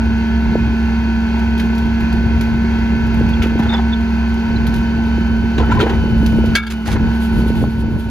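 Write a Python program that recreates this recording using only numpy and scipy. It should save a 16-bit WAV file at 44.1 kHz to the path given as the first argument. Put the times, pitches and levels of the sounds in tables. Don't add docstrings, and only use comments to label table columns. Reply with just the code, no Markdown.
import sys
import numpy as np
from scipy import signal
from scipy.fft import rfft, irfft, next_fast_len
from scipy.io import wavfile
from scipy.ndimage import uniform_filter1d, minimum_filter1d, map_coordinates

SR = 44100
rng = np.random.default_rng(int(sys.argv[2]) if len(sys.argv) > 2 else 0)


def waveform_to_disk(signal):
    frames = np.transpose(np.atleast_2d(signal))
    scaled = np.clip(frames, -1, 1) * 32767
    samples = np.round(scaled).astype(np.int16)
    wavfile.write(sys.argv[1], SR, samples)


N = 357210


# (time [s], gear mesh pitch [Hz])
MESH_SPEED = [(0.0, 1498), (1.82, 1508), (5.47, 1510), (6.95, 1471), (7.11, 1506), (7.4, 1492),
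              (8.05, 1492)]
# (time [s], level [dB])
PUMP_DRONE = [(5.45, -17.5), (5.72, -22), (5.97, -20), (6.35, -14.5), (6.6, -17.5)]
# (pitch [Hz], level [dB])
WEAKER_WHINES = [(683.7, -46.5), (866.7, -45.5), (936.7, -41), (963.6, -56), (1416, -52), (1669, -46.5),
                 (1739, -44), (1965, -51.5), (2099, -49), (2196, -50.5), (2444, -53), (2509, -46.5),
                 (2740, -48.5), (3246, -49)]
# (frequency [Hz], density [dB per Hz])
CLATTER_COLOUR = [(300, -30), (520, -5), (700, -5), (950, -2.5), (1500, -4), (1950, -8.5), (2600, -7),
                  (3500, -14), (4600, -19), (5600, -24), (7000, -28.5), (9000, -32.5), (13000, -35.5),
                  (15500, -50)]
# (frequency [Hz], width [Hz], gain [dB])
BODY_PANELS = [(606, 170, -1.5), (860, 240, 4.5), (1201, 110, -12), (1400, 700, 1.5), (1890, 69, -3.5),
               (2480, 120, 0), (2890, 110, -7), (3390, 130, -7.5), (4430, 370, 6), (6180, 130, 6.5)]
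# (frequency [Hz], density [dB per Hz])
RUMBLE_COLOUR = [(25, -32), (46, -9), (68, 7), (110, -6.5), (200, -2.5), (280, -12.5), (370, -4.5),
                 (450, -15), (540, -33), (900, -66)]
# (start [s], length [s], pressure build-up [s], oil hiss level [dB], gear overtone level [dB])
RAM_STROKES = [(3.6, 3.22, 2.87, -51.5, -41), (6.882, 1.3, 0.31, -45, -48.5)]
# (frequency [Hz], density [dB per Hz])
OIL_COLOUR = [(1500, -34.5), (3000, 5), (3600, 1), (4500, -4), (6000, -14), (9000, -3), (11500, -6),
              (15000, -19.5)]
# (time [s], crack level [dB], hopper boom level [dB], pitch [Hz])
CRUNCHES = [(1.5931, -23.5, -31, 1474), (3.419, -20.5, -34.5, 2400), (3.433, -20.5, -26.5, 2100),
            (3.622, -27, -30, 1600), (5.58, -20.5, -15, 2760), (5.5984, -25.5, -22, 1110),
            (5.7165, -19, -27, 2000), (5.791, -20.5, -20, 1735), (5.801, -17, -18.5, 1505),
            (5.808, -14.5, -18.5, 3420), (5.827, -22.5, -24, 1900), (5.895, -21, -17.5, 1634)]
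# (frequency [Hz], density [dB per Hz])
SPLINTER_COLOUR = [(700, -15), (1400, 7.5), (2400, 2), (3500, 3.5), (5000, -11.5), (7000, -12.5),
                   (15000, -31.5)]
# (frequency [Hz], density [dB per Hz])
HOPPER_COLOUR = [(150, -25.5), (330, 12.5), (450, 9.5), (650, -7), (1000, 4), (1300, -26), (2500, -63.5)]
# (start [s], length [s], level [dB])
FLOOR_DRAGS = [(3.42, 0.04, -31.5), (3.577, 0.17, -31), (3.725, 0.025, -33), (5.558, 0.4, -32.5),
               (6.845, 0.088, -28)]
# (frequency [Hz], density [dB per Hz])
SCRAPE_COLOUR = [(200, -12.5), (380, 6.5), (600, -0.5), (850, 10.5), (1150, -2.5), (1550, 3), (2300, -7),
                 (4000, -23.5), (15000, -48)]
# (time [s], level [dB])
CLEAR_SNAPS = [(1.5772, -32.5), (1.598, -29.5), (1.7505, -37), (1.779, -35), (2.0038, -34.5), (2.127, -35),
               (2.41, -27), (3.141, -35), (3.29, -36), (3.426, -27), (4.667, -27.5), (4.7405, -32),
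               (4.76, -37), (5.812, -32.5), (6.2626, -25.5), (6.4572, -33.5), (6.708, -24.5)]
# (frequency [Hz], density [dB per Hz])
SNAP_COLOUR = [(700, -2.5), (1500, 7), (3500, 10), (6500, 0), (11000, 0), (15000, -9)]
# (time [s], length [s], pitch [Hz], level [dB], roughness [0-1])
RUBBING_SQUEAKS = [(3.33, 0.017, 3340, -30, 0.4), (3.689, 0.023, 3600, -24, 0.4),
                   (3.711, 0.025, 3630, -24, 0.1), (3.733, 0.027, 3510, -22, .15),
                   (3.736, 0.015, 5050, -32.5, .3), (3.749, 0.051, 3490, -34.5, 0.5),
                   (3.917, 0.037, 3510, -26, 0.7), (4.556, 0.02, 4100, -31.5, 1),
                   (5.63, 0.022, 1366, -24, .4), (5.717, 0.016, 974, -11.5, .1),
                   (5.715, 0.015, 1370, -16, 0), (5.739, 0.022, 1000, -25, .7),
                   (5.768, 0.024, 1015, -16, .2)]
# (time [s], ring level [dB], crack level [dB], frequency that the contact wakes most [Hz])
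BLADE_HITS = [(6.552, 0, -1.5, 2390), (6.627, -14.5, -33, 1000), (6.666, -17, -21.5, 2900),
              (6.7, -24, -17.5, 4200)]
# (frequency [Hz], level [dB], 60 dB decay [s])
STOP_MODES = [(1255, -15, 0.28), (1365, -7.5, 0.33), (1625, 4, 0.12), (1650, -9, 0.28), (2244, -4, 0.28),
              (2696, -11.5, 0.15), (2970, -12.5, 0.064), (3244, -3, 0.075), (3420, -7.5, 0.11),
              (3590, -13, 0.25), (4200, -8, 0.11), (4590, 1, 0.038), (4780, -8.5, 0.11)]
# (frequency [Hz], density [dB per Hz])
CRACK_COLOUR = [(500, -9), (1000, -9.5), (1400, -1.5), (2500, -8), (4200, -9.5), (5500, -14), (8000, -12.5),
                (10500, -17), (15000, -33.5)]
# (start [s], length [s], level [dB])
SEAT_GRINDS = [(6.698, 0.019, -22), (6.848, 0.087, -28)]
# (start [s], length [s], buffet level [dB])
WIND_GUSTS = [(-0.1, 0.17, -24), (0.33, 0.33, -22.5), (1.4, 0.86, -28.5), (2.05, 1.13, -22.5),
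              (3.1, 0.54, -20), (4.4, 1, -24.5), (5.52, 0.98, -17), (6.83, 0.17, -12.5), (7.28, 0.41, -13),
              (7.75, 0.74, -13)]
# (frequency [Hz], density [dB per Hz])
BUFFET_COLOUR = [(20, -35), (35, -13), (55, 0), (100, -2.5), (180, -8), (350, -16), (550, -30.5),
                 (1000, -37), (3000, -95)]
# (time [s], peak level [dB], middle pitch [Hz])
BIG_THUMPS = [(0.5529, -4, 404), (2.256, -10.5, 128), (3.208, -11.5, 338), (3.457, -13, 326),
              (3.554, -9.5, 288), (3.593, -7, 212), (5.179, -11, 275), (5.69, -9.5, 242), (5.864, -10, 300),
              (6.038, -16.5, 367), (6.082, -19, 380), (6.199, -5.5, 151), (6.227, -9.5, 292),
              (6.384, -8.5, 310), (6.438, -13, 454), (6.486, -12, 171), (6.955, -8, 232), (7.417, -9, 152),
              (7.461, -11, 290), (7.501, -7, 297), (7.625, -5, 310), (7.639, -8, 670), (7.676, -14, 202),
              (7.879, -11, 273)]
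# (frequency [Hz], left minus right [dB])
STEREO_LEAN = [(60, -1.5), (110, 1), (200, -1.5), (380, 0), (700, 4), (1300, -0.2), (2400, -0.6),
               (8000, -0.5)]
# (frequency [Hz], phase [radians])
STEREO_LEAD = [(60, 0.35), (300, 0.41), (900, 0.86), (1100, 1.95), (1300, 0.79), (1500, 0.41), (1800, 1.6),
               (2100, 1.22), (3150, 2.56), (4200, 1.73), (5000, 0.76)]
# (frequency [Hz], phase [radians])
TREBLE_TWIST = [(5000, 0), (5800, -1.6), (6500, -.7), (7700, -3.4), (9200, -3.8), (12500, -6.7)]
# (frequency [Hz], scattered minus direct [dB])
SCATTER = [(60, -15), (220, -20.5), (600, -10), (1500, -29.5), (2500, -5.5), (3700, -6), (5300, -10.5),
           (6200, -2), (8500, -26), (11000, -18), (12800, -27.5)]

GEAR_TEETH, PUMP_RATIO, FAN_RATIO, IDLE_MESH_HZ = 68, 6.614, 8.09, 1508.3
FIRING_DB, FAN_DB, MESH_DB, CLATTER_DB, RUMBLE_DB = -19.5, -32.5, -35, -32, -25.5
LOADED_CLATTER_DB, LOADED_WHINE_DB, WHINE_KNEE_HZ = -1, -11, 1000
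VENT_S, HISS_POWER = 0.14, 3.6
IDLE_HISS_DB, IDLE_OVERTONE_DB = -68.5, -63.5
CRUNCH_T60_S, BOOM_T60_S = 0.087, 0.24
CRUNCH_RISE_S, HARD_CRUNCH_DB = 0.0011, -16
WALL_RING_DB, WALL_T60_S = -16, 0.13
DRAG_RISE_S, DRAG_FALL_S, CRUMPLE_DB = 0.025, 0.09, -9.5
RATTLES_PER_S, RATTLE_DB, RATTLE_HZ, RATTLE_T60_S, RATTLE_TICK_DB = 70, 3.5, 1253, 0.06, -11.5
SNAP_T60_S, FAINT_SNAPS_PER_S, FAINT_SNAP_DB = 0.049, 14, -44.5
SNAP_TAIL_DB, SNAP_TAIL_T60_S = -15.5, 0.44
SQUEAK_WIDTH = 0.033
CONTACT_DB_PER_OCTAVE = 5.5
PLATE_DB, PLATE_T60_S = -16.5, 0.12
SEATED_S, SEATING_S, SEATED_DB = 6.672, 0.03, 8
CHATTER_HZ, CHATTER_DB = 66, 3
BUZZ_DB, BUZZ_PER_S = 1.5, 260
GRIND_RISE_S, GRIND_FALL_S = 0.011, 0.033
GUST_RISE_S, GUST_FALL_S, CALM_DB = 0.12, 0.15, -37.5
THUMP_CYCLES, THUMP_SAG = 3.26, 5.94
SMALL_THUMPS_PER_S, SMALL_THUMP_DB, SMALL_THUMP_HZ = 28, -3.5, 329
CEILING, TOP_HZ = .9, 15700
FADE_START_S, FADE_DB_PER_S = 7.38, 9


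def drive():
    mesh = np.cumsum(curves(MESH_SPEED)[0] * (1 + 0.00031 * wobble(8))) / SR
    firing = mesh * 3 / GEAR_TEETH
    pump = mesh / PUMP_RATIO
    fan = mesh / FAN_RATIO

    def tone(cycles, db, waver_db):
        level = amp(db + waver_db * wobble(9))
        return np.sqrt(2) * level * np.sin(2 * np.pi * (cycles + rng.random()))

    hum = tone(firing, FIRING_DB, 0.27) + tone(fan, FAN_DB, 2.3)
    hum += tone(pump, curves(PUMP_DRONE)[0], 0.094) + tone(2 * pump, -48.5, 1.1)

    pressure = sum(swell(s, length, build, VENT_S) for s, length, build, _, _ in RAM_STROKES)
    strain = sum(amp(db) * swell(s, length, build, VENT_S) for s, length, build, _, db in RAM_STROKES)

    whine = tone(mesh, MESH_DB, 0.65)
    whine += (amp(IDLE_OVERTONE_DB) + strain) * tone(2 * mesh, 0, 1.9)
    for hz, db in WEAKER_WHINES:
        octaves_above = max(np.log2(hz / WHINE_KNEE_HZ), 0)
        whine += tone(mesh * hz / IDLE_MESH_HZ, db + LOADED_WHINE_DB * pressure * octaves_above, 2.8)

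    cycle = firing / 6
    pattern = rng.standard_normal(4096)
    repeating = unit(map_coordinates(pattern, [cycle % 1 * len(pattern)], mode="grid-wrap"))
    knocking = rng.standard_normal((2, N)) + 0.5 * np.array([repeating, np.roll(repeating, SR // 2)])
    pulse_db = .5 * np.cos(2 * np.pi * firing) + .5 * np.cos(4 * np.pi * firing)
    pulse_db += 0.64 * np.cos(2 * np.pi * pump) + wobble(8.0) / 2

    def body(hz):
        panels = sum(db * np.exp(-2 * ((hz - f) / width) ** 2) for f, width, db in BODY_PANELS)
        return amp(along(CLATTER_COLOUR, hz) + panels)

    clatter = amp(CLATTER_DB + LOADED_CLATTER_DB * pressure) * unit(filtered(knocking * amp(pulse_db), body))
    engine_noise = clatter + amp(RUMBLE_DB) * noise(RUMBLE_COLOUR)
    return placed(hum + whine + engine_noise[0], engine_noise[1], bearing=0.91)


def oil():
    flow = sum(amp(db) * swell(s, length, build, VENT_S) ** HISS_POWER
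               for s, length, build, db, _ in RAM_STROKES)
    hiss = (amp(IDLE_HISS_DB) + flow) * amp(3.7 * wobble(37)) * noise(OIL_COLOUR)
    return placed(*hiss, bearing=0.96)


def clank():
    ring, t = np.zeros((2, N)), np.arange(N) / SR
    plate = [(hz, along(CRACK_COLOUR, hz) + PLATE_DB, PLATE_T60_S)
             for hz in rng.uniform(1200, 12000, size=36)]
    for s, db, crack_db, centre in BLADE_HITS:
        modes = [(hz, level - CONTACT_DB_PER_OCTAVE * abs(np.log2(hz / centre)), t60)
                 for hz, level, t60 in STOP_MODES]
        add(ring, s, amp(db) * ringing(modes, attack=0.0032))
        add(ring, s, amp(crack_db) * ringing(plate, attack=0.001))
    blows = bursts([(s, db) for s, _, db, _ in BLADE_HITS], attack=0.0028, t60=0.086)
    crack = blows * np.tanh(noise(CRACK_COLOUR) / 2) * 2

    rebounded = t > BLADE_HITS[1][0]
    chatter = amp(CHATTER_DB * rebounded * np.cos(2 * np.pi * CHATTER_HZ * t + wobble(40) / 2))
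    seated = amp(-SEATED_DB * np.clip((t - SEATED_S) / SEATING_S, 0, 1))
    buzz = unit(amp(BUZZ_DB * wobble(BUZZ_PER_S)))

    grit = unit(amp(2.5 * wobble(300) + 2.6 * wobble(70)) * noise(CRACK_COLOUR))
    grind = swells(SEAT_GRINDS, GRIND_RISE_S, GRIND_FALL_S) * grit
    return placed(*(ring * buzz * chatter * seated + crack + grind), bearing=0.1)


def trash():
    grain = unit(amp(1.2 * wobble(450)))
    boom = bursts([(s, db) for s, _, db, _ in CRUNCHES], attack=0.0017, t60=BOOM_T60_S) * noise(HOPPER_COLOUR)

    rubbing = amp(5.6 * wobble(60)) * grain * noise(SCRAPE_COLOUR)
    crumpling = amp(CRUMPLE_DB) * unit(amp(6.7 * wobble(250)) * noise(SPLINTER_COLOUR))
    scrape = swells(FLOOR_DRAGS, DRAG_RISE_S, DRAG_FALL_S) * (rubbing + crumpling)

    chances = rng.random((256, 2))[:int(FAINT_SNAPS_PER_S * N / SR)]
    faint = [(when * N / SR, FAINT_SNAP_DB - 6 * weak) for when, weak in chances]
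    knocks = jostles()
    ticks = [(s, db + RATTLE_TICK_DB) for s, db, _ in knocks]
    snapping = bursts(list(CLEAR_SNAPS) + faint + ticks, attack=0.00036, t60=SNAP_T60_S)
    settling = amp(SNAP_TAIL_DB) * bursts(CLEAR_SNAPS, attack=SNAP_T60_S / 10, t60=SNAP_TAIL_T60_S)
    snaps = (snapping + settling) * grain * noise(SNAP_COLOUR)
    return placed(*(crunches() + boom + scrape + rattle(knocks) + snaps), bearing=0.7)


def crunches():
    track, t = np.zeros((2, N)), np.arange(SR // 3) / SR
    for s, db, _, pitch in CRUNCHES:
        knots = np.arange(0, SR / 2, 170)
        ripple_db = 4 * rng.standard_normal(len(knots))

        def colour(hz):
            peak_db = 5 * np.exp(-(3 * np.log((hz + 1) / pitch)) ** 2)
            return amp(along(SPLINTER_COLOUR, hz) + np.interp(hz, knots, ripple_db) + peak_db)

        grains = rng.standard_normal((2, len(t))) * amp(1.2 * wobble(620, size=len(t)))
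        rise = CRUNCH_RISE_S * amp(HARD_CRUNCH_DB - db)
        envelope = np.exp(-np.log(1000) * t / CRUNCH_T60_S) * (1 - np.exp(-t / rise))
        add(track, s, amp(db) * unit(filtered(grains, colour)) * envelope)
        wall_hz = pitch * 2 ** rng.uniform(-.5, .5, size=5)
        wall = [(hz, db + WALL_RING_DB, WALL_T60_S) for hz in wall_hz]
        add(track, s, ringing(wall, attack=rise))
    return track


def jostles():
    hits = []
    for s, length, db in FLOOR_DRAGS:
        chances = rng.random((128, 3))[:int(RATTLES_PER_S * length)]
        hits += [(s + when * length + DRAG_RISE_S / 2, db - 10 * weak, RATTLE_HZ * 2 ** (2 * high - 1))
                 for when, weak, high in chances]
    return hits


def rattle(hits):
    track, t = np.zeros((2, N)), np.arange(SR // 10) / SR
    for s, db, hz in hits:
        phase = 2 * np.pi * hz * t
        decay = np.exp(-np.log(1000) * t / RATTLE_T60_S)
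        add(track, s, amp(db + RATTLE_DB) * decay * np.array([np.sin(phase), np.cos(phase)]))
    return track


def squeaks():
    track = np.zeros(N)
    for s, length, hz, db, rough in RUBBING_SQUEAKS:
        size, share = int(length * SR), np.clip(rough, 0, 1)
        phase = 2 * np.pi * np.cumsum(hz * (1 + .01 * wobble(600, size=size))) / SR
        band = lambda f: 1 / (1 + ((f / hz - 1) / SQUEAK_WIDTH) ** 2)
        rasp = unit(filtered(rng.standard_normal(SR // 10), band)[:size])
        song = np.sqrt(1 - share) * np.sin(phase) + np.sqrt(share / 2) * rasp
        add(track, s, amp(db) * np.sqrt(np.hanning(size)) * song)
    return placed(track, np.roll(track, SR // 200), bearing=0.67)


def wind():
    buffet = gusts() * unit(amp(3.1 * wobble(22)) * noise(BUFFET_COLOUR))
    overload = 0.41
    return spread(overload * np.tanh(buffet / overload), side_db=-8.0)


def thumps():
    track, strength = np.zeros(N), gusts()
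    small = []
    for when, weak, high in rng.random((512, 3))[:int(SMALL_THUMPS_PER_S * N / SR)]:
        gust_db = 20 * np.log10(strength[int(when * N)])
        hz = SMALL_THUMP_HZ * 2 ** (high - .5)
        small.append((when * (N - 1) / SR, gust_db + SMALL_THUMP_DB - 10 * weak, hz))
    for s, db, hz in list(BIG_THUMPS) + small:
        size = int(THUMP_CYCLES / hz * SR)
        pitch = hz * THUMP_SAG ** np.linspace(.5, -.5, size)
        add(track, s, amp(db) * np.hanning(size) * np.sin(2 * np.pi * np.cumsum(pitch) / SR))
    return track


def gusts():
    return amp(CALM_DB) + swells(WIND_GUSTS, GUST_RISE_S, GUST_FALL_S)


def ringing(modes, attack):
    t = np.arange(SR // 3) / SR
    total = np.zeros((2, len(t)))
    for hz, db, t60 in modes:
        phase = 2 * np.pi * (hz * t + rng.random((2, 1))) + .55 * wobble(150, size=len(t))
        total += amp(db) * np.exp(-np.log(1000) * t / t60) * np.sin(phase)
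    return (1 - np.exp(-t / attack)) * total


def bursts(rows, attack, t60):
    track, t = np.zeros(N), np.arange(SR // 2) / SR
    shape = np.exp(-np.log(1000) * t / t60) * (1 - np.exp(-t / attack))
    for s, db in rows:
        add(track, s, amp(db) * shape)
    return track


def swell(start, length, rise, fall):
    t = np.arange(N) / SR - start
    return np.clip(np.minimum(t / rise, 1 - (t - length) / fall), 0, 1)


def swells(rows, rise, fall):
    return sum(amp(db) * swell(s, length, rise, fall) for s, length, db in rows)


def placed(direct, scattered, bearing):
    sign = np.array([[1], [-1]])
    pair = direct + sign * filtered(scattered, lambda hz: amp(along(SCATTER, hz)))

    def channels(hz):
        phase = bearing * along(STEREO_LEAD, hz) + along(TREBLE_TWIST, hz)
        return amp(sign * along(STEREO_LEAN, hz) / 2) * np.exp(.5j * sign * phase)

    return filtered(pair, channels)


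def spread(pair, side_db):
    return pair[0] + amp(side_db) * pair[1] * np.array([[1], [-1]])


def noise(spectrum):
    return unit(filtered(rng.standard_normal((2, N)), lambda hz: amp(along(spectrum, hz))))


def filtered(x, response):
    n = x.shape[-1]
    m = next_fast_len(n + 8192)
    return irfft(rfft(x, m) * response(np.fft.rfftfreq(m, 1 / SR)), m)[..., :n]


def wobble(rate, size=N):
    knots = rng.standard_normal(int(size * rate / SR) + 4)
    grid = np.arange(0, len(knots) - 1, 1 / 6)
    smooth = map_coordinates(knots, [grid])
    return np.interp(np.arange(size) * (rate / SR), grid, smooth)


def curves(rows):
    s, *cols = np.transpose(rows)
    return [np.interp(np.arange(N) / SR, s, c) for c in cols]


def along(points, hz):
    f, v = np.transpose(points)
    return np.interp(np.log(hz + 1), np.log(f + 1), v)


def add(track, s, sound):
    part = track[..., round(s * SR):][..., :sound.shape[-1]]
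    part += sound[..., :part.shape[-1]]


def amp(db):
    return 10 ** (np.asarray(db) / 20)


def unit(x):
    return x / np.sqrt(np.mean(x ** 2) + 1e-20)


def scene():
    return drive() + oil() + clank() + trash() + squeaks() + wind() + thumps()


def limiter(x, ceiling, hold, release):
    need = np.minimum(1, ceiling / (np.abs(x).max(axis=0) + 1e-9))
    h, r = int(hold * SR / 2), int(release * SR / 2)
    held = minimum_filter1d(need, 2 * h + 1, origin=h, mode="nearest")
    recovering = np.exp(uniform_filter1d(np.log(held), 2 * r + 1, origin=r, mode="nearest"))
    gain = minimum_filter1d(np.minimum(held, recovering), size=64)
    return x * uniform_filter1d(gain, size=64)


def record(dry):
    fade_db = -FADE_DB_PER_S * np.maximum(np.arange(N) / SR - FADE_START_S, 0)
    out = limiter(dry, ceiling=CEILING, hold=0.17, release=0.31) * amp(fade_db)
    return filtered(out, lambda hz: hz < TOP_HZ)


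dry = scene()
out = record(dry)
waveform_to_disk(out)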